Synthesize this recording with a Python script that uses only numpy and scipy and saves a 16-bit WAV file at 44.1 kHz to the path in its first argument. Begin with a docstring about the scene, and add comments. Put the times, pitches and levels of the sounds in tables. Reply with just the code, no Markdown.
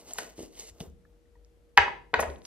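"""Garlic grinder on a worktop

A two-part plastic garlic grinder is twisted in the hands, pulled apart, and one half is set down hard.
The halves rub in grains of friction, thud dully and tick their teeth. The cup knocks and rocks on the
stone, each contact ringing its modes, and the kitchen answers with reverb and boom over a low hum."""
import sys
import numpy as np
from scipy import signal
from scipy.fft import rfft, irfft
from scipy.io import wavfile

SR = 44100
rng = np.random.default_rng(int(sys.argv[2]) if len(sys.argv) > 2 else 0)


def dump(signal):
    """Clip the signal to [-1, 1] and save it as 16-bit WAV at the path in sys.argv[1]."""
    limited = np.clip(np.atleast_2d(signal).T, -1, 1)
    pcm = np.round(limited * 32767).astype(np.int16)
    wavfile.write(sys.argv[1], SR, pcm)


N = 108618


def from_db(db):
    return 10 ** (np.asarray(db) / 20)


def unit_rms(x):
    return x / np.sqrt(np.mean(x ** 2) + 1e-20)


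def at_hz(curve, hz):
    """Read a curve along a log frequency axis."""
    points_hz, values = np.transpose(curve)
    return np.interp(np.log(np.maximum(hz, 1)), np.log(points_hz), values)


def fader(points):
    """A gain ride through (time, level) points, silent outside them."""
    times, db = np.transpose(points)
    return from_db(np.interp(np.arange(N) / SR, times, db, left=-200, right=-200))


def impulse(length):
    return np.eye(1, length)[0]


def lowpass(x, hz):
    return signal.sosfilt(signal.butter(2, hz, fs=SR, output="sos"), x)


def ring(drive, hz, t60):
    """One resonance: a unit click starts a sine of height 1 that falls 60 dB in t60 seconds."""
    radius, angle = from_db(-60 / (t60 * SR)), 2 * np.pi * hz / SR
    return signal.lfilter([0, np.sin(angle)], [1, -2 * radius * np.cos(angle), radius ** 2], drive + 1e-18)


def coloured(white, eq):
    """White noise through an EQ curve, at unit rms."""
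    size = white.shape[-1]
    hz = np.arange(size // 2 + 1) * SR / size
    return unit_rms(irfft(rfft(white) * from_db(at_hz(eq, hz)), size))


def stereo(mid, side, correlation):
    """Blend two independent noises into a left and right of the given correlation."""
    return np.sqrt((1 + correlation) / 2) * mid + np.sqrt((1 - correlation) / 2) * side * [[1], [-1]]


def place(out, start_s, sound):
    start = int(start_s * SR)
    out[start:start + len(sound)] += sound[:len(out) - start]


# Bass-heavy noise bed of the room: (frequency [Hz], level [dB])
BED_EQ = [(15, -66.5), (32, -26), (50, -3), (110, -23.5), (310, -27), (600, -29.5), (950, -40), (1200, -40),
          (4000, -47), (13000, -53.5), (15000, -75.5)]
# Stereo image of the bed: (frequency [Hz], left-right correlation [0-1])
BED_CORRELATION = [(40, 0.72), (300, 0.27), (1500, 0.096), (8000, 0.35)]
# Wavering hums: (pitch [Hz], bandwidth [Hz], level [dB])
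HUM_BANDS = [(47.3, 6, -64.5), (74, 5.1, -91), (319.6, 12, -76.5), (460.4, 14, -82)]


def room_tone(bed_db=-62, appliance_hz=476, appliance_db=-69, lean_left_db=0.5):
    """A steady noise bed, narrow bands of noise that waver as hums, and an appliance's pure tone."""
    mid, side = rfft(coloured(rng.standard_normal((2, N)), BED_EQ))
    correlation = at_hz(BED_CORRELATION, np.arange(len(mid)) * SR / N)
    out = from_db(bed_db) * irfft(stereo(mid, side, correlation), N)
    for hz, width_hz, db in HUM_BANDS:
        t60 = np.log(1000) / np.pi / width_hz
        hum = ring(rng.standard_normal(N + SR), hz, t60)[SR:]   # skip the build-up
        out += from_db(db) * unit_rms(hum)
    out += from_db(appliance_db) * np.sqrt(2) * np.sin(2 * np.pi * appliance_hz * np.arange(N) / SR)
    return out * from_db([[lean_left_db / 2], [-lean_left_db / 2]])


# Decay of the kitchen: (frequency [Hz], t60 [s])
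REVERB_DECAY = [(60, 0.54), (160, 0.75), (420, 0.48), (1100, 0.32), (2900, 0.37), (7700, 0.32),
                (14000, 0.57)]
# Tone of its tail: (frequency [Hz], level [dB])
REVERB_EQ = [(60, -1.5), (300, 6), (1000, -2.5), (3000, -2), (4500, -7), (7000, -3.5), (8300, -23.5),
             (14000, -25)]


def kitchen_reverb(send, fade_in_s=0.003, correlation=0.23):
    """Dense reflections: a wide tail of noise, each half-octave dying at its own rate."""
    t = np.arange(SR * 3 // 4) / SR
    edges_hz = 45 * 2 ** np.arange(0, 8.6, .5)
    white = rng.standard_normal((2, 2, len(t)))
    mid_side = np.zeros((2, len(t)))
    for k, (low, high) in enumerate(zip(edges_hz, edges_hz[1:])):
        band = signal.sosfilt(signal.butter(2, [low, high], "band", fs=SR, output="sos"), white[k % 2])
        centre_hz = np.sqrt(low * high)
        t60 = at_hz(REVERB_DECAY, centre_hz)
        decay_energy = t60 * SR / (6 * np.log(10))
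        mid_side += band * from_db(at_hz(REVERB_EQ, centre_hz) - 60 * t / t60) / np.sqrt(decay_energy)
    tail = stereo(*mid_side, correlation) * np.clip(t / fade_in_s, 0, 1)
    return signal.fftconvolve(send[None], tail, axes=1)[:, :N]


# Fader ride of the gripping hands: (time [s], level [dB])
GRIP_RIDE = [(0, -60), (.1, -54), (.15, -64.5), (.2, -53.5), (.27, -54), (.35, -69), (.45, -56.5),
             (.5, -69), (.6, -60.5), (.7, -71), (.78, -63.5), (.86, -54.5), (.96, -90), (1.1, -76),
             (1.2, -85)]
# Their muffled tone: (frequency [Hz], level [dB])
GRIP_EQ = [(60, -24), (130, -16.5), (300, -7), (550, -9.5), (1000, -16.5), (2000, -31.5)]


def grip_rustle():
    """The hands rustle low as they hold and twist the plastic."""
    return fader(GRIP_RIDE) * coloured(rng.standard_normal(N), GRIP_EQ)


# Two fader rides, the twist and then the scuff, each: (time [s], level [dB])
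FRICTION_RIDES = [
    [(0.0, -52.5), (0.04, -63), (0.09, -47), (0.13, -47), (0.136, -68), (0.146, -51), (0.176, -48),
     (0.182, -39), (0.187, -32.5), (0.196, -39.5), (0.352, -68), (0.376, -51.5), (0.43, -46.5), (0.5, -67),
     (0.59, -47), (0.599, -41), (0.64, -50), (0.692, -48), (0.724, -72.5), (0.794, -65), (0.806, -42.5),
     (0.818, -49), (0.96, -103)],
    [(2.17, -57), (2.18, -78), (2.204, -31), (2.242, -50), (2.294, -59.5), (2.3, -57), (2.4, -71.5),
     (2.42, -74.5), (2.438, -61.5), (2.454, -58), (2.46, -55)],
]
# Tone of the halves rubbing together: (frequency [Hz], level [dB])
TWIST_EQ = [(150, -51), (600, 8), (1500, -7.5), (2200, 4.5), (4500, 7.5), (7500, 14), (11000, 1),
            (13500, -2.5), (15500, -65)]
# Faint ring of the shell, relative to the rub: (pitch [Hz], level [dB])
SHELL_MODES = [(2140, -20), (3050, -19), (4700, -21), (6080, -37)]
# Brighter tone of the scuff on the worktop: (frequency [Hz], level [dB])
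SCUFF_EQ = [(1500, -6.5), (4000, -8.5), (6300, 2), (7700, 3), (11500, -5), (14000, -25.5), (15800, -25)]


def friction(grain_samples=64, grain_db=2.2, shell_t60=.015):
    """Dense, uneven grains of friction: the halves twist, and later the cup scuffs the stone."""
    white = rng.standard_normal(N)
    boost_db = grain_db * rng.exponential(1, N // grain_samples + 1)
    grains = white * from_db(boost_db.repeat(grain_samples)[:N])
    rub = coloured(grains, TWIST_EQ)
    shell = sum(from_db(db) * unit_rms(ring(rub, hz, shell_t60)) for hz, db in SHELL_MODES)
    twist_ride, scuff_ride = FRICTION_RIDES
    return fader(twist_ride) * unit_rms(rub + shell) + fader(scuff_ride) * coloured(grains, SCUFF_EQ)


# Dull thuds of the halves, and the room's low boom after bumps and knocks:
# (time [s], level [dB], pitch [Hz], t60 [s])
THUD_AND_BOOM_CUES = [(0.381, -36, 334, 0.036), (.391, -25.5, 467, 0.0093), (0.404, -28.5, 470, 0.012),
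                      (0.4083, -35.5, 313, 0.049), (0.419, -38.5, 434, 0.05), (.432, -28.5, 427, 0.0086),
                      (0.594, -46, 433, 0.049), (.632, -50, 451, 0.17), (0.7, -51, 85, 0.22),
                      (0.804, -37, 710, 0.017), (0.8066, -27.5, 174, 0.042), (.81, -29, 650, 0.0065),
                      (0.821, -41.5, 470, 0.05), (0.834, -37.5, 405, 0.023), (0.868, -41.5, 72.1, 0.33),
                      (1.788, -28, 79.1, 0.16), (2.168, -35.5, 75.7, 0.51), (2.271, -33.5, 70, 0.31),
                      (2.301, -33, 404, 0.052)]


def thuds_and_booms():
    """One soft ring each: short for a thud of the halves, long and deep for the room mode near 75 Hz."""
    out = np.zeros(N)
    for start_s, db, hz, t60 in THUD_AND_BOOM_CUES:
        soft_ring = lowpass(ring(impulse(16384), hz, t60), 2 * hz)
        place(out, start_s, from_db(db) * soft_ring)
    return out


# Tooth ticks and small taps: (time [s], level [dB], pitch [Hz], t60 [cycles])
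TICK_CUES = [(0.109, -46, 3100, 50), (0.135, -22, 7200, 34), (0.136, -37, 15000, 23),
             (0.136, -27, 10500, 7.2), (0.1397, -36, 11300, 21), (.1845, -24, 11600, 13),
             (.174, -38, 6500, 18), (0.3, -39, 12400, 5), (.361, -45, 12000, 5.1), (0.381, -41, 3500, 5),
             (.552, -52, 3250, 32), (.575, -43, 3100, 9.5), (0.598, -40.5, 4780, 50),
             (0.597, -25, 6900, 20), (0.805, -31.5, 3300, 7.2), (.81, -31.5, 3400, 5.1),
             (1.051, -58.5, 1730, 29), (1.052, -62, 1300, 17), (1.255, -67, 1900, 20),
             (1.354, -62, 950, 26), (1.354, -64.5, 1900, 44), (1.448, -49.5, 5800, 9.7),
             (2.204, -17, 11300, 6.9), (2.302, -33.5, 4360, 4.2), (2.36, -41, 3600, 5.5),
             (2.419, -43, 4200, 5.2), (2.452, -27, 5280, 5.9), (2.455, -27, 6100, 6.5)]


def tooth_ticks():
    """Each catch of the teeth or light tap gives one short, high ring."""
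    out = np.zeros(N)
    for start_s, db, hz, cycles in TICK_CUES:
        t60 = cycles / hz
        ping = ring(impulse(2048), hz, t60)
        tick = ring(ping, hz, t60 / 2)   # rounds the attack
        place(out, start_s, from_db(db) * tick / np.abs(tick).max())
    return out


# Modes of the cup and the worktop under it, in bands 0-3, low to top: (pitch [Hz], level [dB], t60 [s])
CUP_MODES = {0: [(150, -14.5, 0.012), (226.5, -15.5, 0.028), (282, -16.5, 0.013), (432.5, -11, 0.024),
             (550, -5.5, 0.02), (633, -4, .03), (699, -3.5, 0.026)], 1: [(818, -6.5, 0.022),
             (970, -2, 0.025), (1096, -11, 0.044), (1258, -11, 0.027)], 2: [(1491, -7, 0.024),
             (1690, -7, 0.021), (1903, -5.5, 0.027), (2164, -6, 0.011), (2485, -6.5, 0.013),
             (2977, -5, 0.0038)], 3: [(3920, 9.5, 0.0037), (4720, 3.5, 0.0069), (6230, 2, 0.0038),
             (7940, -7.5, 0.0045), (11300, -1, 0.0044), (14920, -14, .0015)]}
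# Hits of the cup, with a level for each band: (time [s], low [dB], mid [dB], high [dB], top [dB])
KNOCK_CUES = [(.1085, -36, -45, -48, -49.5), (.156, -71.5, -42, -75, -64), (.1845, -26, -26.5, -22, -36.5),
              (.217, -38.5, -66, -61, -71), (1.7705, -52, -31.5, -27, -48), (1.7749, -31, 1, 1.5, -17),
              (1.780, -17.5, -5.5, -1.5, -28.5), (1.7824, -12, -21, -2.5, -32.5),
              (1.8792, -32, -19, -36, -67), (2.1344, -22, -30, -58, -78),
              (2.1391, -16.5, -12, -11.5, -51.5), (2.1411, -17.5, -12.5, -10.5, -28.5),
              (2.191, -9.5, -13.5, -27, -44), (2.1946, -14.5, -17, -19, -41.5),
              (2.2276, -19, -19.5, -24.5, -60), (2.2335, -38, -38, -28.5, -57),
              (2.252, -25.5, -62, -49, -57), (2.27, -63.5, -34.5, -45, -73)]


def cup_knocks(contact_hz=9600, spread_db=2.0):
    """Each contact is a slightly soft click that strikes every mode of the cup with its own strength."""
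    out = np.zeros(N)
    click = lowpass(impulse(4096), contact_hz)
    modes = [(band, *mode) for band, rows in CUP_MODES.items() for mode in rows]
    for start_s, *band_db in KNOCK_CUES:
        for k, (band, hz, mode_db, t60) in enumerate(modes):
            strength = from_db(band_db[band] + mode_db + spread_db * rng.standard_normal())
            polarity = (-1) ** k
            place(out, start_s, polarity * strength * ring(click, hz, t60))
    return out


# High shelf that shades the left side: (frequency [Hz], gain [dB])
LEFT_EQ = [(1300, 0), (3000, -2.5), (15000, -2.5)]


def scene(left_lag_s=.000063, lean_left_db=2):
    """The grinder up close, over reverb and room tone; its left side is a touch later and duller."""
    layers = np.array([cup_knocks(), thuds_and_booms(), tooth_ticks(), friction() + grip_rustle()])
    sends_db = [-2.5, -8, -13, -15]   # reverb send of each layer
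    direct = layers.sum(axis=0)
    hz = np.arange(N // 2 + 1) * SR / N
    lag = np.exp(-2j * np.pi * hz * left_lag_s)
    left = irfft(rfft(direct) * from_db(at_hz(LEFT_EQ, hz)) * lag, N)
    reverb = kitchen_reverb(from_db(sends_db) @ layers)
    mix = np.array([left, direct]) + reverb + room_tone()
    return mix * from_db([[lean_left_db / 2], [-lean_left_db / 2]])


def record(dry, low_cut_hz=40, ceiling=1.6, high_cut_hz=16700):
    """Master chain: rumble cut, soft saturation, steep high cut, hard clip."""
    tight = signal.sosfilt(signal.butter(4, low_cut_hz, "high", fs=SR, output="sos"), dry)
    rounded = ceiling * np.tanh(tight / ceiling)
    trimmed = signal.sosfilt(signal.cheby2(12, 70, high_cut_hz, fs=SR, output="sos"), rounded)
    return np.clip(trimmed, -1, 1)


dry = scene()
out = record(dry)
dump(out)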